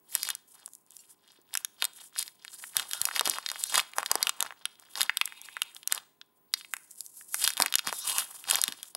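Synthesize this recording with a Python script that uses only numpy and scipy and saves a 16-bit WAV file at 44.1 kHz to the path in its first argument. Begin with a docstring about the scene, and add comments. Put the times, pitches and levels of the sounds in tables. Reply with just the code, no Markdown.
"""Small quiet room: two hands tear and peel the plastic wrapper off a chocolate bar, close to the microphone.
Buckling creases snap and ring the film facets beside them; random slips make the film rustle and hiss.
Taut stretches dragged over the bar ring at a sinking pitch. Dull thumps are damped modes, most of them the bar
bumping fingers and wrapper; once the wrapper's end flicks the plate below, which rings as decaying sines.
Behind lie shaped air noise, two steady hum tones and a thin whine."""
import sys
import numpy as np
from scipy import signal
from scipy.fft import rfft, irfft
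from scipy.io import wavfile
from scipy.ndimage import uniform_filter1d

SR = 44100
rng = np.random.default_rng(int(sys.argv[2]) if len(sys.argv) > 2 else 0)


def dump(signal):
    """Clip the signal to [-1, 1] and save it as 16-bit WAV at the path in sys.argv[1]."""
    limited = np.clip(np.atleast_2d(signal).T, -1, 1)
    pcm = np.round(limited * 32767).astype(np.int16)
    wavfile.write(sys.argv[1], SR, pcm)


N = 395136

# time for a slide or drag to rise by, and to die away by, 20 dB
SLIDE_ATTACK_S, SLIDE_RELEASE_S = 0.053, 0.083


def from_db(db):
    """Decibels to gain."""
    return 10 ** (np.asarray(db) / 20)


def rms_one(x):
    """Scale to rms 1."""
    return x / np.sqrt(np.mean(x ** 2) + 1e-20)


def one_ms(x):
    """Scale a pulse to the energy of one millisecond at rms 1."""
    return x * np.sqrt(SR / 1000 / (np.sum(x ** 2) + 1e-20))


def in_time(rows):
    """Interpolate rows of (t/s, values) to one curve per value column, at the sample rate."""
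    s, *columns = np.transpose(rows)
    t = np.arange(N) / SR
    return [np.interp(t, s, c) for c in columns]


def coloured(x, points):
    """Filter by a gain curve of (f/Hz, gain/dB), interpolated over log frequency."""
    hz, db = np.transpose(points)
    log_hz = np.log(np.fft.rfftfreq(N, 1 / SR) + 1)
    gain = from_db(np.interp(log_hz, np.log(hz), db))
    return irfft(rfft(x) * gain, N)


def butter(x, hz, kind, order=2):
    """Causal Butterworth filter."""
    sos = signal.butter(order, np.clip(hz, 10, .45 * SR), kind, fs=SR, output="sos")
    return signal.sosfilt(sos, x)


def resonance(x, hz, q):
    """One damped mode of about unit peak gain."""
    hz = min(hz, .42 * SR)
    r = np.exp(-np.pi * hz / q / SR)
    zeros = np.array([1, 0, -1]) * (1 - r * r) / 2
    poles = [1, -2 * r * np.cos(2 * np.pi * hz / SR), r * r]
    return signal.lfilter(zeros, poles, x + 1e-18)


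def gliding(x, hz, q, size=128):
    """One damped mode whose pitch moves block by block; rms 1."""
    out, state = np.zeros(len(x)), np.zeros(2)
    for i in range(0, len(x), size):
        w = 2 * np.pi * hz[i] / SR
        r = np.exp(-w / q / 2)
        poles = [1, -2 * r * np.cos(w), r * r]
        out[i:i + size], state = signal.lfilter([1 - r, 0, r - 1], poles, x[i:i + size], zi=state)
    return rms_one(out)


def drift(rate_hz):
    """Slow random wander of rms 1."""
    return rms_one(butter(rng.standard_normal(N + SR), rate_hz, "low")[SR:])


def tone(hz, db):
    """Steady sine at an rms level."""
    return from_db(db) * np.sqrt(2) * np.sin(2 * np.pi * hz * np.arange(N) / SR)


def add(track, s, sound):
    """Mix a sound in at a time."""
    at = max(0, round(s * SR))
    track[at:at + len(sound)] += sound[:max(0, len(track) - at)]


def background(foreground, open_db=-42, air_cut_db=5, whine_cut_db=13, hold_s=0.34):
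    """Air, hum and electronic whine; a noise suppressor turns air and whine down while the wrapper is quiet."""
    # room air and microphone noise: f/Hz, relative level/dB
    air_colour = [(30, -28.5), (110, -1), (350, 4.5), (500, -4), (950, 0), (1300, -8.5), (6000, -23),
                  (12000, -11)]
    # faint steady hum: f/Hz, level/dB
    hum = [(409, -85.5), (1017, -83.5)]
    open_air_db = -69
    whine_hz, open_whine_db = 15625, -70
    power = np.abs(uniform_filter1d(foreground ** 2, int(hold_s * SR)))
    closed = 1 / (1 + np.sqrt(power) / from_db(open_db))
    air_noise = rms_one(coloured(rng.standard_normal(N), air_colour))
    air = from_db(open_air_db - air_cut_db * closed) * air_noise
    whine = tone(whine_hz, open_whine_db - whine_cut_db * closed ** 2)
    return air + whine + sum(tone(hz, db) for hz, db in hum)


def room(x, early_db=-21, early_t60_s=0.027, tail_db=-25, tail_t60_s=0.47, wall_hz=4500, size=16384):
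    """Quick scatter from hands, plate and table, then a faint dull tail."""
    t = np.arange(size) / SR
    early = rng.standard_normal(size) * from_db(-60 * t / early_t60_s)
    tail = butter(rng.standard_normal(size), wall_hz, "low", order=1) * from_db(-60 * t / tail_t60_s)
    echo = (from_db(early_db) * rms_one(early) + from_db(tail_db) * rms_one(tail)) / np.sqrt(size)
    return x + signal.fftconvolve(x, echo)[:N]


def ports(x, size=161, bass_hz=220):
    """Two close ports hear nearly equal levels; housing scatter shifts their phases, most of all in the bass."""
    # difference between the two microphone ports: f/Hz, side gain/dB
    width = [(60, 0), (250, -8), (600, -13), (5000, -17.5)]
    scatter = rng.standard_normal(size) * np.hanning(size)
    phase_only = rms_one(scatter - scatter[::-1]) / np.sqrt(size)   # odd kernel: quarter-cycle shift
    low = signal.sosfiltfilt(signal.butter(1, bass_hz, fs=SR, output="sos"), x)
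    bass = signal.hilbert(low).imag
    side = coloured(signal.fftconvolve(x, phase_only, mode="same") + bass, width)
    return np.array([x + side, x - side])


def plate(size=16384):
    """A light flick excites the plate's modes, each a sine dying away at its own rate."""
    # loose wrapper end flicks the china plate: t/s, level/dB
    touches = [(0.991, -59)]
    # plate modes: f/Hz, relative level/dB, t60/s
    modes = [(2820, -7, 0.22), (4450, 1.5, 0.089), (5700, 3, 0.11), (7400, 12, 0.048)]
    out, t = np.zeros(N), np.arange(size) / SR
    ring = sum(from_db(db - 60 * t / t60) * np.sin(2 * np.pi * hz * t) for hz, db, t60 in modes)
    for s, db in touches:
        add(out, s, from_db(db) * ring)
    return out


def kick(noise, flutter, decay_s):
    """A single impulse, then decaying noise: for film, a sudden flip and waves scattering among creases."""
    t = np.arange(len(noise)) / SR
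    return (t == 0) + flutter * noise * np.exp(-t / decay_s)


def thumps(q=2.2, size=4096):
    """Each kick drives one heavily damped mode, which gives a few dull cycles."""
    # dull thumps: t/s, f/Hz, level/dB (energy in one ms); the two near 110 Hz
    # are low thumps as a loud snap overloads the microphone
    rows = [(1.388, 354, -52), (1.826, 950, -28), (2.768, 110.2, -44), (3.015, 108.3, -43.5),
            (3.21, 502, -33), (3.273, 341, -28.5), (7.601, 292.5, -26), (7.874, 204, -35),
            (8.686, 257, -34.5)]
    out = np.zeros(N)
    for (s, hz, db), noise in zip(rows, rng.standard_normal((len(rows), size))):
        push = kick(noise, flutter=0.021, decay_s=0.028)
        thump = butter(resonance(push, hz, q), 2 * hz, "low")
        add(out, s, from_db(db) * one_ms(thump))
    return out


def handling(rustle_db, tilt_db, rub_db=-22, top_hz=500):
    """Fingertips on the wrapper add a dull rub under the rustle, stronger the slacker the sheet."""
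    rub = butter(rng.standard_normal(N), [130, top_hz], "band", order=1)
    return from_db(rub_db + rustle_db - tilt_db) * rms_one(rub)


def stroke(t, start, hold, attack_s, release_s):
    """Power of one movement of the hands: it swells, holds and dies away."""
    swell = np.maximum(start - t, 0) / attack_s
    fade = np.maximum(t - start - hold, 0) / release_s
    return from_db(-20 * (swell + fade)) ** 2


def movements():
    """Powers of pulls and slides add up to the sheet's rustle/dB, tautness/(dB/octave) and hiss/dB."""
    # hands bend or pull the sheet: start/s, hold/s, rustle level/dB, tautness as rustle tilt/(dB/octave)
    pulls = [(0.158, 0.14, -43, 5), (0.546, 0.075, -64, 2), (1.537, 0.032, -52, 1.5),
             (1.818, 0.0072, -47, 5), (1.991, 0.027, -53, 5), (2.194, 0.0084, -39.5, 8.5),
             (2.433, 0.2, -60, 6), (2.787, 0.012, -34.5, 2), (3.157, 0.0086, -36.5, 2.5),
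             (3.268, 0.06, -37, 1.5), (3.349, 0.41, -49.5, 4.5), (3.757, 0.013, -28.5, 1.5),
             (3.988, 0.021, -43, -4), (4.105, 0.17, -46.5, -3.5), (4.41, 0.052, -45.5, -5),
             (4.579, 0.36, -64, 2.5), (5.005, 0.015, -35.5, 1), (5.916, 0.04, -45, 0.5),
             (6.561, 0.036, -57, 10.5), (7.437, 0.019, -29.5, 6.5), (7.618, 0.019, -37, -4.5),
             (7.879, 0.01, -38, -0.5), (8.494, 0.081, -35, 1.5), (8.624, 0.065, -43, 3.5)]
    # film slides over film or chocolate: start/s, hold/s, hiss level/dB, sheet shake re hiss/dB
    slides = [(0.121, 0.026, -44, -27), (0.484, 0.29, -59, -32), (0.911, 0.19, -57, -12.5),
              (1.241, 0.12, -64, 0.5), (1.956, 0.085, -50.5, -28), (2.255, 0.0079, -46, -11),
              (2.532, 0.43, -50, -31), (2.931, 0.16, -46.5, -4), (3.596, 0.13, -43.5, -34),
              (5.151, 0.64, -56.5, -9), (6.581, 0.81, -57.5, -26), (6.922, 0.45, -52, -30.5),
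              (7.355, 0.068, -34, -19), (7.936, 0.068, -40.5, -19.5), (8.07, 0.14, -33, -6),
              (8.248, 0.17, -49.5, -9.5), (8.711, 0.15, -54.5, -5.5)]
    pull_attack_s, pull_release_s = 0.054, 0.064   # per 20 dB
    # a pull also hisses: dB re its rustle, and dB per dB/octave of tautness
    pull_hiss_db, hiss_per_tautness = -3.5, 0.41
    slide_tilt_db_per_octave = 2.5   # slides shake mostly the sheet's high resonances
    held_rustle_db, held_hiss_db = -96.5, -92.5   # merely held, the wrapper still stirs faintly
    t = np.arange(0, N / SR, .001)
    rustling, taut, hissing = from_db(held_rustle_db) ** 2, 0, from_db(held_hiss_db) ** 2
    for start, hold, db, tautness in pulls:
        power = from_db(db) ** 2 * stroke(t, start, hold, pull_attack_s, pull_release_s)
        rustling = rustling + power
        taut = taut + tautness * power
        hissing = hissing + power * from_db(pull_hiss_db + hiss_per_tautness * tautness) ** 2
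    for start, hold, db, shake_db in slides:
        power = from_db(db) ** 2 * stroke(t, start, hold, SLIDE_ATTACK_S, SLIDE_RELEASE_S)
        shaken = power * from_db(shake_db) ** 2
        rustling = rustling + shaken
        taut = taut + slide_tilt_db_per_octave * shaken
        hissing = hissing + power
    curves = [t, 10 * np.log10(rustling), taut / rustling, 10 * np.log10(hissing)]
    return in_time(np.transpose(curves))


def slips(per_s, spread_db):
    """Stick and slip: clicks of random sign and time, their levels spread exponentially in dB."""
    sizes = from_db(spread_db * np.minimum(rng.exponential(1, N), 4))
    return (rng.random(N) < per_s / SR) * sizes * rng.choice([-1, 1], N)


def drags():
    """Dense slips drive the few modes of a taut stretch, leaving hollows between them."""
    # taut film dragged over the bar: start/s, hold/s, level/dB, f/Hz, brightness/(dB/octave)
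    stretches = [(2.938, 0.049, -46, 1420, 1.5), (3.648, 0.1, -51.5, 1400, 12),
                 (5.289, 0.38, -57.5, 943, 9.5), (7.96, 0.08, -48, 1300, 13),
                 (8.067, 0.12, -41.5, 1077, 3.5)]
    # modes of such a stretch: multiple of its pitch, relative level/dB
    modes = [(1, 6), (2.699, 2.5), (3.9, -4)]
    sag_octaves_per_s = 0.35   # pitch sinks as the grip gives
    lead_s, q = .2, 4.5
    out, t = np.zeros(N), np.arange(SR) / SR
    friction = slips(per_s=3000, spread_db=0.5)
    for start, hold, db, pitch, bright_db in stretches:
        grip = drift(8.3)[:SR]   # an unsteady grip bends pitch and level together
        hz = pitch * 2 ** (-sag_octaves_per_s * (t - lead_s) + .065 * grip)
        ring = 0
        for multiple, mode_db in modes:
            push = np.roll(friction, rng.integers(N))[:SR] * from_db(2 * grip)
            mode = gliding(gliding(push, multiple * hz, q), multiple * hz, q)
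            ring = ring + from_db(mode_db + bright_db * np.log2(multiple)) * mode
        swell = np.sqrt(stroke(t, lead_s, hold, SLIDE_ATTACK_S, SLIDE_RELEASE_S))
        add(out, start - lead_s, from_db(db) * rms_one(ring) * swell)
    return out


def rustle(tilt_db, flex_db=2.5):
    """Slips shake the sheet; pulled taut it favours its high resonances, slack its low ones."""
    # broad resonances of the loose sheet: f/Hz, width/Hz, relative level/dB
    sheet = [(867, 630, 9.5), (1550, 450, -1), (3250, 770, 6.5), (4500, 1200, 4)]
    out, power = 0, 0
    for hz, width_hz, db in sheet:
        shake = slips(per_s=1100, spread_db=5.5)
        mode = resonance(resonance(shake, hz, hz / width_hz / 2), hz, hz / width_hz)
        # the flexing sheet shifts the balance
        gain = from_db(db + tilt_db * np.log2(hz / 1000) + flex_db * drift(5))
        out = out + gain * rms_one(mode)
        power = power + gain ** 2
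    return out / np.sqrt(power)


def grains(per_s, spread_db, low_hz, high_hz, count=12):
    """Tiny creases give way, each ringing one of several small facets for a few cycles."""
    clicks, dealt = slips(per_s, spread_db), rng.integers(0, count, N)
    rings = 0
    for k, hz in enumerate(np.geomspace(low_hz, high_hz, count)):
        rings = rings + resonance(clicks * (dealt == k), hz, q=3) / np.sqrt(hz)
    return rms_one(butter(rings, [low_hz, high_hz], "band"))


def sliding_film(rustle_db, tilt_db, hiss_db, crinkle_db=-6.0, tick_db=-10, catch_db=-4,
                 judder_db=4.0, light_db=-55, sticking_db=10.5):
    """Sheet rustles, surface hisses; a light touch moves in fits and catches, a firm pull slides evenly."""
    # colour of the fine friction: f/Hz, relative level/dB
    hiss_colour = [(3000, -27), (5200, -13.5), (7200, -7.5), (10500, -4.5), (13000, -9), (16000, -19)]
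    judder = rms_one(from_db(judder_db * drift(28)))
    catching = 1 / (1 + from_db(2 * (hiss_db - light_db)))   # 1 = light touch, 0 = firm
    fits = from_db(sticking_db * catching * (drift(7.9) - 1.0))
    friction = coloured(slips(per_s=9300, spread_db=-0.5), hiss_colour)
    # the contact patch keeps changing size, and with it the colour of the hiss
    patch = gliding(friction, 9800 * 2 ** (.2 * drift(5)), q=4)
    hiss = fits * judder * rms_one(rms_one(friction) + .5 * patch)
    crinkle = from_db(crinkle_db) * grains(per_s=400, spread_db=5.5, low_hz=1300, high_hz=7450)
    ticks = from_db(tick_db) * grains(per_s=270, spread_db=1.5, low_hz=7100, high_hz=12500)
    catch_clicks = butter(slips(per_s=49, spread_db=8.5), [6500, 12000], "band")
    catches = from_db(catch_db) * catching * rms_one(catch_clicks)
    sheet = from_db(rustle_db) * (judder * rustle(tilt_db) + crinkle)
    surface = from_db(hiss_db) * (hiss + ticks + catches)
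    return sheet + surface


def snaps(q_at_1khz=1.73, crack_q=0.11, lower_db=-8, crack_hz_at_1khz=5600, rebound=0.56, size=1024):
    """Each flip rings a film facet; the smaller the facet, the clearer its ring and the brighter its crack."""
    # creases buckling: t/s, facet f/Hz, facet level/dB, crack level/dB (levels: energy in one ms)
    creases = [(0.152, 3530, -20.5, -11.5), (0.2314, 4640, -21, -20), (0.2514, 4650, -29, -32),
               (0.2888, 1540, -26, -22.5), (0.303, 3500, -22.5, -20), (0.3511, 3940, -40, -25.5),
               (0.6606, 5200, -55.5, -29), (0.678, 840, -46, -46), (0.735, 4370, -65, -39.5),
               (0.9673, 3550, -62, -36), (1.54, 3870, -28, -24.5), (1.5527, 1460, -23, -20),
               (1.5736, 2880, -25, -17.5), (1.648, 3450, -24, -19), (1.8233, 3020, -14.5, -21.5),
               (1.843, 3500, -21, -18), (1.852, 4370, -22, -18), (2.1621, 1400, -33, -47),
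               (2.1883, 3680, -32, -18), (2.1927, 4700, -31.5, -19.5), (2.2272, 4440, -27, -25),
               (2.279, 4500, -33, -39), (2.449, 1630, -34.5, -36), (2.48, 3520, -34, -52),
               (2.6397, 1780, -30.5, -48), (2.7678, 4000, -15.5, -11.5), (2.7972, 3360, -20, -24),
               (2.9121, 3780, -28.5, -27.5), (2.934, 3330, -23, -20), (3.0155, 3850, -20.5, -14),
               (3.0538, 5260, -18, -14), (3.0875, 1380, -23, -52), (3.1123, 1480, -26.5, -44),
               (3.162, 2320, -20, -24), (3.1947, 3420, -13, -17.5), (3.21, 1160, -18.5, -19),
               (3.256, 2920, -27, -21), (3.2751, 824, -22.5, -19), (3.2976, 3750, -46, -13),
               (3.385, 1060, -23.5, -31), (3.4627, 3900, -20, -42), (3.4888, 3930, -24, -29),
               (3.501, 4030, -23.5, -34), (3.516, 1150, -29.5, -25), (3.5586, 1240, -30.5, -55),
               (3.6384, 3900, -25, -15), (3.743, 1530, -20.5, -19), (3.756, 3870, -14.5, -15.5),
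               (3.7789, 1390, -16, -14), (3.7949, 2480, -15, -34), (3.8, 3200, -19.5, -23),
               (3.9352, 2200, -35, -44), (3.9842, 940, -15, -19), (4.003, 1410, -30.5, -51),
               (4.03, 1100, -23, -32), (4.0612, 4000, -21.5, -26.5), (4.1148, 865, -18, -9.5),
               (4.1549, 680, -19, -16.5), (4.2285, 4500, -12.5, -13.5), (4.2702, 2820, -15, -20.5),
               (4.294, 2930, -16, -15.5), (4.4057, 3330, -19.5, -16), (4.426, 1040, -22.5, -17),
               (4.4632, 1400, -32, -42), (4.507, 1290, -32, -60), (4.5234, 1230, -36.5, -50),
               (4.655, 3120, -19, -21), (4.9555, 3860, -26, -40), (5.008, 3450, -15, -18),
               (5.0158, 4100, -13.5, -15), (5.031, 3620, -24.5, -19.5), (5.0955, 1750, -12, -37),
               (5.1714, 3250, -18.5, -17), (5.2133, 2400, -11.5, -22), (5.2563, 4630, -40, -20.5),
               (5.276, 1930, -32, -37), (5.3232, 1860, -34.5, -49), (5.4156, 3560, -49, -34),
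               (5.4867, 1490, -34.5, -60), (5.5678, 1460, -24.5, -38), (5.619, 2940, -15.5, -18.5),
               (5.7653, 3530, -34.5, -42), (5.831, 3240, -39.5, -43), (5.8749, 3120, -28.5, -17),
               (5.9239, 1550, -21.5, -11.5), (5.948, 4600, -37, -24.5), (5.9783, 3050, -28, -36),
               (6.2144, 3225, -36, -59.5), (6.539, 4250, -13, -20), (6.611, 2970, -36.5, -49),
               (6.6476, 2390, -37, -53), (6.737, 1650, -20, -23), (6.767, 2040, -36.5, -32.5),
               (7.007, 3840, -57, -25.5), (7.0634, 4500, -63, -34), (7.2114, 1540, -42.5, -54),
               (7.3442, 1540, -22, -17), (7.441, 5100, -18, -14), (7.4765, 3240, -12.5, -13),
               (7.504, 2130, -25.5, -22.5), (7.5361, 3830, -34, -30.5), (7.5699, 3300, -26.5, -29),
               (7.577, 3100, -25, -24.5), (7.6013, 720, -15, -15.5), (7.612, 1410, -26, -21),
               (7.622, 4500, -10.5, -11.5), (7.661, 1930, -18.5, -19.5), (7.682, 3400, -32, -52),
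               (7.725, 3550, -23, -25.5), (7.74, 3160, -16, -22), (7.7549, 3500, -13.5, -8.5),
               (7.785, 5100, -21, -39), (7.7924, 2970, -18.5, -25), (7.8724, 1430, -22, -21.5),
               (7.8864, 1020, -30.5, -43), (7.927, 905, -22, -26.5), (8.1834, 3030, -20, -14),
               (8.4408, 2930, -36, -38), (8.4999, 3980, -19, -16), (8.5109, 3170, -15.5, -10),
               (8.547, 3330, -16.5, -35), (8.556, 1960, -21.5, -14), (8.6155, 3680, -44, -14.5),
               (8.6385, 3780, -15.5, -12), (8.68, 3370, -20.5, -23.5), (8.7232, 3550, -27.5, -32),
               (8.8302, 3370, -31.5, -28.5), (8.95, 593, -34.5, -24)]
    out = np.zeros(N)
    for (s, hz, ring_db, edge_db), noise in zip(creases, rng.standard_normal((len(creases), 2, size))):
        push = kick(noise[0], flutter=.065, decay_s=.003)
        root_khz = (hz / 1000) ** .5
        q = q_at_1khz * root_khz   # large, slack facets ring for the fewest cycles
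        facet = resonance(push, hz, q) + from_db(lower_db) * resonance(push, .5 * hz, q)
        facet = butter(facet, [min(0.59 * hz, 1000), 2.35 * hz], "band")
        flip = kick(noise[1], flutter=0.095, decay_s=0.0012)
        # the wave returns inverted from the nearest fold, typically 0.35 ms later
        add(flip, .00035 * np.exp(.5 * noise[0, 1]), -rebound * flip)
        crack = resonance(flip, crack_hz_at_1khz * root_khz, crack_q)
        crack = butter(butter(crack, 1.13 * hz, "high"), 11880, "low", order=4)
        snap = from_db(ring_db) * one_ms(facet) + from_db(edge_db) * one_ms(crack)
        add(out, s, np.sign(noise[0, 0]) * snap)
    return out


def scene():
    """Wrapper and bar in the middle, just in front of the microphone."""
    rustle_db, tilt_db, hiss_db = movements()
    film = snaps() + sliding_film(rustle_db, tilt_db, hiss_db) + drags()
    wrapper = room(film + thumps() + plate() + handling(rustle_db, tilt_db))
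    return ports(wrapper + background(wrapper))


def record(dry):
    """Soft limiting rounds the sharpest peaks; a steep low-pass cuts the top."""
    ceiling, cutoff_hz = .8, 16300
    rounded = dry / (1 + (dry / ceiling) ** 4) ** .25
    return signal.sosfilt(signal.ellip(10, .1, 70, cutoff_hz, fs=SR, output="sos"), rounded)


dry = scene()
out = record(dry)
dump(out)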